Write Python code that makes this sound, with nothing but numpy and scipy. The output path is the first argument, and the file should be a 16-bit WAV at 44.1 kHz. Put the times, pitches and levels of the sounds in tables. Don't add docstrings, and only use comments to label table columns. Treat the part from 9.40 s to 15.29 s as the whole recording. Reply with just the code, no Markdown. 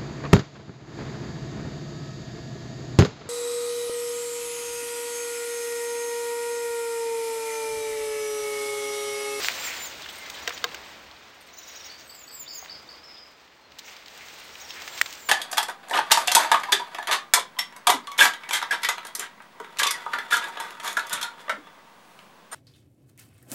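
import sys
import numpy as np
from scipy import signal
from scipy.fft import rfft, irfft, next_fast_len
from scipy.io import wavfile
from scipy.ndimage import map_coordinates

SR = 44100
rng = np.random.default_rng(int(sys.argv[2]) if len(sys.argv) > 2 else 0)


def gain_from_db(level_db):
    decades = np.asarray(level_db, float) / 20
    return 10 ** decades


def persist_wave(psi):
    counts = np.round(np.clip(psi, -1, 1) * 32767).astype(np.int16)
    wavfile.write(sys.argv[1], SR, np.atleast_2d(counts).T)


N = 259659

# start in seconds, peak in dB, thud in dB, crack in dB.
BLADE_KNOCKS = [
    (1.0758, -15.5, -13.5, 2),
    (1.2415, -10.5, -16, -2.5),
    (1.345, -26.5, -36, 4),
]
# frequency in Hz, level in dB, t60 in seconds.
STEEL_MODES = [(1600, 9, 0.035), (2100, 3, 0.018), (2860, -4, 0.01), (3440, -8, .012), (3820, 6, .028),
               (4600, 10, 0.0085)]
# frequency in Hz, level in dB, t60 in seconds.
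THUD_MODES = [(486, -1.5, 0.11), (725, -3, 0.06), (1060, 0, .05), (1240, -2, 0.036)]
# start in seconds, peak in dB, pitch in Hz, t60 in seconds, sign of the push.
STEM_SNAPS = [
    (.0463, -14, 2000, .0022, -1),
    (.0851, -5.5, 2100, .0022, -1),
    (5.6137, -1, 1850, .004, -1),
    (5.6156, -8, 1950, .009, 1),
]
FIBRE_DB, FIBRE_DB_PER_DOUBLING, CLEAN_T60_S = -7.5, 5, 0.002
# start in seconds, peak in dB, centre in Hz.
TWIG_TICKS = [(0.411, -43, 2600), (0.6589, -29, 2120), (0.689, -30, 3220), (1.1055, -25.5, 1600),
              (1.1765, -27.5, 3780), (1.289, -36, 3500), (1.712, -38, 3650), (2.335, -47, 1800),
              (3.225, -37, 900), (3.247, -34, 3490), (3.258, -33, 2120), (4.3191, -40.5, 3220),
              (4.3947, -33, 4110), (4.5653, -35, 4000), (4.6595, -36, 3580), (4.6815, -34, 3950),
              (5.1536, -34.5, 2720), (5.3052, -25.5, 3000), (5.5824, -35, 1920), (5.6244, -41, 1660),
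              (5.7064, -33, 4520), (5.752, -34, 5000)]
# start in seconds, peak in dB, centre in Hz.
CANE_SCRAPES = [(0.62, -30, 4070), (0.899, -24.5, 4100), (1.092, -25, 3140), (1.124, -29.5, 1870),
                (4.3859, -31, 3660), (4.3898, -27.5, 4620), (4.775, -35, 4500), (4.884, -35, 2860),
                (5.419, -29.5, 2330), (5.4765, -24.5, 1720), (5.5762, -24, 3840), (5.6593, -22, 2420),
                (5.726, -28, 4300), (5.7347, -29.5, 4130)]
TICK_T60_S, TICK_Q, SCRAPE_T60_S, SCRAPE_Q = 0.02, 1.74, 0.03, 0.57
# middle in seconds, length in seconds, centre in Hz,
# width in Hz, level in dB.
SLEEVE_BRUSHES = [(.03, 0.1, 4520, 3020, -33.5), (0.304, 0.21, 2100, 910, -39.5),
                  (0.639, 0.043, 3500, 1500, -43), (0.695, 0.049, 3340, 1500, -43),
                  (0.962, .08, 3280, 1500, -47), (2.44, 0.088, 3520, 2500, -55.5),
                  (2.608, 0.097, 5570, 3000, -51.5), (3.249, 0.08, 6760, 2000, -56),
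                  (3.25, 0.07, 1000, 900, -53.5), (3.775, .05, 3570, 500, -55),
                  (4.476, 0.11, 2360, 900, -51.5), (4.477, 0.12, 6000, 2500, -51.5),
                  (4.827, 0.15, 2100, 900, -52), (5.395, 0.18, 2100, 1500, -46),
                  (5.588, 0.028, 4500, 4000, -39), (5.534, .05, 3600, 1490, -48)]
# time in seconds, level in dB.
HAND_EFFORT = [(0, -35.5), (.38, -40), (.55, -46), (1.0, -45), (1.5, -48.5), (1.7, -53.5), (2.13, -54.5),
               (2.4, -49.5), (2.79, -56.5), (3.03, -56), (3.25, -52.5), (4.3, -61), (4.52, -48),
               (4.64, -54), (4.8, -49), (5.2, -50), (5.55, -44.5), (5.89, -52)]
# time in seconds, dryness in dB.
DRYNESS = [
    (0, 1),
    (.6, 1),
    (1.35, -1.5),
    (2.05, 0.5),
    (2.62, 1),
    (2.85, -0.5),
    (4.2, 1),
    (4.42, 0.5),
    (5.89, 4.5),
]
# frequency in Hz, density in dB per Hz.
CLOTH_SPECTRUM = [(120, -20), (250, -11.5), (500, -1.5), (900, 0), (1500, -2.5), (2500, -15.5), (5000, -62)]
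TWIG_SPECTRUM = [(600, -43), (1200, -9.5), (1700, -3), (2100, -1), (2700, -2.5), (3500, -3.5), (4800, -6),
                 (6500, -15), (9000, -34)]
FIZZ_SPECTRUM = [(2500, -15), (4500, 4), (6500, 9), (8000, 5.5), (9200, 0), (10200, -7.5), (11000, 8.5)]
USUAL_EFFORT_DB = -48
FIZZ_DB, FIZZ_GROWTH = -50.5, 1.31
SLEEVE_DB, SLEEVE_GROWTH = -55.5, 1

# start in seconds, length in seconds, start in Hz, end in Hz,
# level in dB.
HOOK_WHISTLES = [
    (.012, .071, 7570, 6500, -39),
    (.175, .112, 7520, 5950, -38),
    (.355, .123, 7170, 6000, -37),
]
BOW_WHISTLES = [
    (3.075, .071, 7330, 6050, -48),
    (3.124, .074, 7380, 6050, -39),
    (5.668, .038, 7600, 6200, -49),
]
SLIDE_WHISTLES = [
    (2.655, .062, 8400, 7480, -53),
    (2.745, .055, 7420, 6600, -53),
    (2.712, .048, 8450, 7550, -53),
    (2.752, .097, 7780, 6550, -46),
    (2.862, .036, 8030, 7600, -50),
    (2.91, .127, 8100, 6650, -43),
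    (2.92, .066, 7700, 6840, -54),
    (5.745, .097, 7800, 6750, -51),
    (5.787, .106, 7900, 6750, -48),
]
HOOK_TAIL_S, BOW_TAIL_S, HOOK_SWELL_DB = .0115, .022, 14
SLIDE_TAIL_S, SLIDE_TAIL_SHARE, SLIDE_SWELL_DB = .006, .15, 10
ATTACK_S, RELEASE_S, WAVER_HZ = 0.0045, 0.0058, 35
# start in seconds, length in seconds, start in Hz, end in Hz, level in dB.
STRAIGHT_CHIPS = [(.453, .02, 8100, 8450, -55), (.688, .024, 7000, 8400, -60),
                  (.722, .022, 9400, 8100, -61), (.732, .012, 5400, 7200, -57),
                  (.744, .018, 7300, 8700, -55), (.782, .016, 9300, 7600, -57),
                  (2.005, .03, 9800, 7500, -66), (2.062, .022, 9800, 7000, -64),
                  (3.06, .018, 3400, 4000, -59), (3.278, .016, 3500, 4100, -57),
                  (3.755, .06, 3800, 2900, -68), (3.472, .016, 3400, 3900, -65),
                  (2.085, .03, 4300, 3800, -65), (.95, .03, 3800, 3900, -57), (4.21, .06, 4250, 4200, -72),
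                  (3.21, .04, 6650, 6600, -57), (2.625, .03, 6400, 6550, -65),
                  (.208, .012, 7000, 7300, -47), (.765, .16, 2150, 2030, -55),
                  (2.848, .018, 7700, 8000, -67), (5.49, .19, 7530, 7330, -57),
                  (.85, .028, 3850, 3900, -57)]
# middle in seconds, length in seconds, top in Hz, level in dB,
# upper voice in dB.
TWITTER_ARCHES = [(0.863, .035, 6000, -56, -12), (1.033, 0.03, 6000, -52, 0), (1.145, 0.034, 6050, -48, 1),
                  (2.14, 0.032, 6260, -55, -4), (2.187, 0.043, 6180, -51, 1), (2.237, 0.035, 5950, -52, -6),
                  (2.286, 0.036, 5970, -51, 3), (2.315, .03, 5880, -52, -8), (2.366, 0.041, 5900, -48, 0),
                  (2.41, 0.034, 5740, -51, -8), (2.459, 0.046, 5850, -46, -2), (4.997, .03, 9450, -64, -30),
                  (5.047, .028, 9400, -63, -30), (5.137, 0.034, 5800, -56, -4),
                  (5.215, 0.036, 5850, -50, 3), (5.255, 0.024, 5700, -50, -16),
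                  (5.304, .036, 5580, -47, -5)]
LOWER_VOICE_DB = -4.5
# start in seconds, length in seconds, strokes per second,
# high pitch in Hz, level in dB.
TRILL_RUNS = [
    (2.497, 0.042, 87, 4820, -44),
    (2.693, 0.04, 89, 5300, -45.5),
    (2.877, 0.067, 115, 5340, -46.5),
    (3.077, 0.062, 110, 5480, -39),
    (3.294, 0.036, 95, 5440, -37.5),
    (3.488, 0.042, 110, 5400, -41.5),
]
TRILL_LOW_HZ, DIP = 4300, .45
HUSKY_START_S, HUSKY_HOLD_S, HUSKY_ATTACK_S = 3.63, 0.2, 0.009
HUSKY_HZ, HUSKY_SAG_HZ, SAG_AT_S, SAG_OVER_S = 5180, 250, .095, .035
HUSKY_DB, FADE_DB_PER_S, DIES_DB, DIES_S = -50, 44, 15, .07
SIDE_OFFSET_HZ, SIDE_DB, SIDE_GAIN_DB = 290, -12, 12

# frequency in Hz, t60 in seconds.
GARDEN_DECAY = [(300, .12), (2000, 0.079), (5000, 0.35), (10000, 0.13)]
# time in seconds, level in dB.
ROAD_SWELL = [
    (0.0, -53.5),
    (0.82, -55.5),
    (1.28, -52.5),
    (1.92, -60),
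    (3.05, -61),
    (3.41, -58),
    (4.13, -64),
    (5.56, -56),
    (5.89, -61),
]
# frequency in Hz, density in dB per Hz.
HUM_SPECTRUM = [(15, -48), (30, -8), (55, -6.5), (72, 2.5), (90, -6), (200, -4.5), (300, -2), (600, -6.5),
                (900, -42)]
ROAD_BODY_DB, HUM_DB = 2, -4
# frequency in Hz, gain in dB.
CAMERA_FILTER = [(20, 2.5), (10200, 2), (10500, -12.5), (10700, -28), (11025, -66)]
TOP_HZ = 16000


def unit(x):
    return x / np.sqrt(np.mean(x ** 2) + 1e-20)


def peak(x):
    return x / abs(x).max()


def along(points, hz):
    f, v = np.transpose(points)
    return np.interp(np.log(hz + 1), np.log(f + 1), v)


def wobble(rate_hz):
    knots = rng.standard_normal(int(N * rate_hz / SR) + 4)
    return map_coordinates(knots, [np.arange(N) * rate_hz / SR])


def coloured(x, spectrum):
    m = next_fast_len(N + 8192)
    gain = gain_from_db(along(spectrum, np.fft.rfftfreq(m, 1 / SR)))
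    return irfft(rfft(x, m) * gain, m)[:N]


def resonate(x, hz, q):
    return signal.lfilter(*signal.iirpeak(hz, q, SR), x)


def sine(hz):
    return np.sqrt(2) * np.sin(2 * np.pi * np.cumsum(hz) / SR)


def add(track, s, x):
    part = track[round(s * SR):][:len(x)]
    part += x[:len(part)]


def ring(modes, t):
    out = np.zeros(len(t))
    for hz, db, t60 in modes:
        out += gain_from_db(db + rng.normal(0, 0.95) - 60 * t / t60) * np.sin(2 * np.pi * hz * t)
    return out


def knocks():
    out, t = np.zeros(N), np.arange(SR // 8) / SR
    crack_filter = signal.butter(2, [1300, 6800], "band", fs=SR)
    for s, db, thud_db, crack_db in BLADE_KNOCKS:
        rattle = gain_from_db(-60 * t / .022) * rng.standard_normal(len(t))
        push = gain_from_db(-60 * t / .06) * rng.standard_normal(len(t))
        blow = 0.15 * rattle + (t == 0)
        steel = signal.fftconvolve(blow, ring(STEEL_MODES, t))[:len(t)]
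        thud = signal.fftconvolve(push, ring(THUD_MODES, t))[:len(t)]
        crack = signal.lfilter(*crack_filter, rattle)
        knock = gain_from_db(-1.5) * peak(steel) + gain_from_db(thud_db) * peak(thud) + gain_from_db(crack_db) * peak(crack)
        add(out, s, gain_from_db(db) * knock)
    return out


def snaps():
    out, t = np.zeros(N), np.arange(SR // 30) / SR
    for s, db, hz, t60, sign in STEM_SNAPS:
        push = sign * np.sin(2 * np.pi * hz * t)
        fibres = resonate(rng.standard_normal(len(t)), 4800, .8)
        fibre_db = FIBRE_DB + FIBRE_DB_PER_DOUBLING * np.log2(t60 / CLEAN_T60_S)
        envelope = gain_from_db(-60 * t / t60) * (1 - np.exp(-t * 20 / t60)) ** 2
        add(out, s, gain_from_db(db) * peak(envelope * (push + gain_from_db(fibre_db) * fibres)))
    return out


def contacts(rows, t60, q):
    out, t = np.zeros(N), np.arange(SR // 15) / SR
    envelope = gain_from_db(-60 * t / t60) * (1 - np.exp(-t / 0.00038))
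    for s, db, hz in rows:
        burst = rng.standard_normal(len(t)) * envelope
        tone = resonate(resonate(burst, hz, q), hz, q / 2)
        add(out, s, gain_from_db(db) * peak(tone))
    return out


def ticks():
    return contacts(TWIG_TICKS, TICK_T60_S, TICK_Q) + contacts(CANE_SCRAPES, SCRAPE_T60_S, SCRAPE_Q)


def brushes():
    out = np.zeros(N)
    for s, length, hz, width_hz, db in SLEEVE_BRUSHES:
        noise, grain = rng.standard_normal((2, round(length * SR)))
        q = hz / width_hz
        band = resonate(resonate(noise * gain_from_db(6.7 * grain), hz, q), hz, q)
        add(out, max(s - length / 2, 0), gain_from_db(db) * unit(band) * np.hanning(len(band)))
    return out


def falling(notes, tail_s, tail_share, swell_db):
    out, waver_hz = np.zeros(N + SR), WAVER_HZ * np.tile(wobble(45), 2)
    for s, length, start_hz, end_hz, db in notes:
        t = np.arange(0, length, 1 / SR)
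        fallen = (1 - tail_share) * t / length + tail_share * np.exp((t - length) / tail_s)
        ends = np.clip(np.minimum(t / ATTACK_S, (length - t) / RELEASE_S), 0, 1)
        pitch = start_hz + (end_hz - start_hz) * fallen + waver_hz[round(s * SR):][:len(t)]
        add(out, s, ends * gain_from_db(db + swell_db * (t / length - 1)) * sine(pitch))
    return out[:N]


def whistles():
    out = falling(HOOK_WHISTLES, HOOK_TAIL_S, 1, HOOK_SWELL_DB)
    out += falling(BOW_WHISTLES, BOW_TAIL_S, .9, HOOK_SWELL_DB)
    out += falling(SLIDE_WHISTLES, SLIDE_TAIL_S, SLIDE_TAIL_SHARE, SLIDE_SWELL_DB)
    for s, length, start_hz, end_hz, db in STRAIGHT_CHIPS:
        u = np.linspace(0, 1, round(length * SR))
        envelope = abs(np.sin(np.pi * u)) ** 0.46
        add(out, s, gain_from_db(db + 5.3) * envelope * sine(start_hz + (end_hz - start_hz) * u))
    return out


def twitters():
    out = np.zeros(N)
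    for s, length, top_hz, db, upper_db in TWITTER_ARCHES:
        u = np.linspace(-1, 1, round(length * SR))
        bend_hz = 38000 * length * abs(u - .04) ** 2.5
        main = (1 - u ** 4) ** 0.7 * sine(top_hz - bend_hz)
        short = np.clip(1 - (u / .8) ** 2, 0, 1) ** .8
        upper = gain_from_db(upper_db) * short * sine(top_hz + 830 - 1.1 * bend_hz)
        lower = gain_from_db(LOWER_VOICE_DB) * short ** 3 * sine(.655 * top_hz - 0.37 * bend_hz)
        add(out, s - length / 2, gain_from_db(db) * (main + upper + lower))
    return out


def trills():
    out = np.zeros(N)
    for s, length, rate_hz, high_hz, db in TRILL_RUNS:
        t = np.arange(0, length, 1 / SR)
        count = t * rate_hz
        stroke = count % 1
        reach = np.where(count < 1, .42, 1.1 - 0.442 * t / length)
        size = np.sin(np.pi * stroke) ** 1.1 * gain_from_db(-3 * t / length + 0.84 * (count < 1))
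        size *= 1 - DIP * np.exp(-((stroke - .5) / .12) ** 2) * (count > 1)
        sweep_hz = (high_hz - TRILL_LOW_HZ) * reach * (1 - 0.99 * stroke)
        add(out, s, gain_from_db(db) * size * sine(TRILL_LOW_HZ + 150 * t / length + sweep_hz))
    return out * gain_from_db(1.7 * wobble(140))


def husky_whistle():
    t = np.arange(N) / SR - HUSKY_START_S
    sagged = (1 + np.tanh((t - SAG_AT_S) / SAG_OVER_S)) / 2
    pitch = HUSKY_HZ - HUSKY_SAG_HZ * sagged + 55 * wobble(140)
    over_db = DIES_DB * (1 - np.exp(-np.maximum(t - HUSKY_HOLD_S, 0) / DIES_S))
    size = np.clip(t / HUSKY_ATTACK_S, 0, 1) * gain_from_db(HUSKY_DB - FADE_DB_PER_S * abs(t) - over_db)
    side_db = SIDE_DB + SIDE_GAIN_DB * sagged - over_db + 2.5 * wobble(110)
    side = gain_from_db(side_db) * sine(pitch + SIDE_OFFSET_HZ)
    return size * (gain_from_db(1.6 * wobble(110)) * sine(pitch) + side)


def garden(x):
    hz, t, z = signal.stft(rng.standard_normal(SR // 2), SR, nperseg=256)
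    decay = gain_from_db(-60 * t / along(GARDEN_DECAY, hz)[:, None])
    tail = signal.istft(z * decay, SR, nperseg=256)[1]
    return signal.fftconvolve(np.pad(x, (300, 0)), tail / np.linalg.norm(tail))[:N]


def rustle(spectrum, grains, spread_db, share):
    chance, size = rng.random((2, N))
    hits = (chance < grains / SR) * gain_from_db(spread_db * size) * np.sign(rng.standard_normal(N))
    mix = np.sqrt(share) * unit(hits) + np.sqrt(1 - share) * rng.standard_normal(N)
    return unit(coloured(mix, spectrum))


def background():
    t = np.arange(N) / SR
    road_db, effort_db, dry_db = [np.interp(t, *np.transpose(c)) for c in (ROAD_SWELL, HAND_EFFORT, DRYNESS)]
    extra_db = effort_db - USUAL_EFFORT_DB
    stir = wobble(22.07)
    body = np.hypot(gain_from_db(road_db + ROAD_BODY_DB), gain_from_db(SLEEVE_DB + SLEEVE_GROWTH * extra_db))
    cloth = body * gain_from_db(0.27 * stir) * rustle(CLOTH_SPECTRUM, grains=1500, spread_db=22, share=0.23)
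    twig_gain = gain_from_db(effort_db + 0.59 * stir + 0.92 * wobble(60))
    twigs = twig_gain * rustle(TWIG_SPECTRUM, grains=1200, spread_db=14, share=0.24)
    fizz_gain = gain_from_db(FIZZ_DB + dry_db + FIZZ_GROWTH * extra_db + 0.4 * stir + 1.6 * wobble(60))
    fizz = fizz_gain * rustle(FIZZ_SPECTRUM, grains=1500, spread_db=0, share=0.3)
    hum_gain = gain_from_db(road_db + HUM_DB + 0.81 * wobble(8.3))
    hum = hum_gain * rustle(HUM_SPECTRUM, grains=100, spread_db=9, share=0.0099)
    return cloth + twigs + fizz + hum


def scene():
    near = signal.lfilter(*signal.butter(2, 8000, fs=SR), knocks()) + snaps() + ticks() + brushes()
    near = signal.sosfilt(signal.butter(4, [300, 8000], "band", fs=SR, output="sos"), near)
    flutter = gain_from_db(2.7 * wobble(150))
    close = whistles() * flutter * gain_from_db(2.3 * wobble(40))
    arches = twitters() * gain_from_db(2.2 * wobble(300))
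    far = trills() + husky_whistle()
    thin = np.roll(resonate(far, 4930, 9), round(.016 * SR))
    echo = garden(gain_from_db(-41) * near + gain_from_db(-10.5) * close + gain_from_db(-9) * arches + gain_from_db(-1) * thin)
    return (near + close + arches + far + echo + background())[None]


def band_limit(x):
    return signal.sosfilt(signal.butter(12, 17060, fs=SR, output="sos"), x)


def record(dry):
    held = np.repeat(coloured(dry[0], CAMERA_FILTER)[1::2], 2)
    held = np.pad(held, (1, 0))[:N]
    mix = coloured(held, [(TOP_HZ, 0), (TOP_HZ + 80, -200)])
    return band_limit(mix[None])


dry = scene()
out = record(dry)
persist_wave(out)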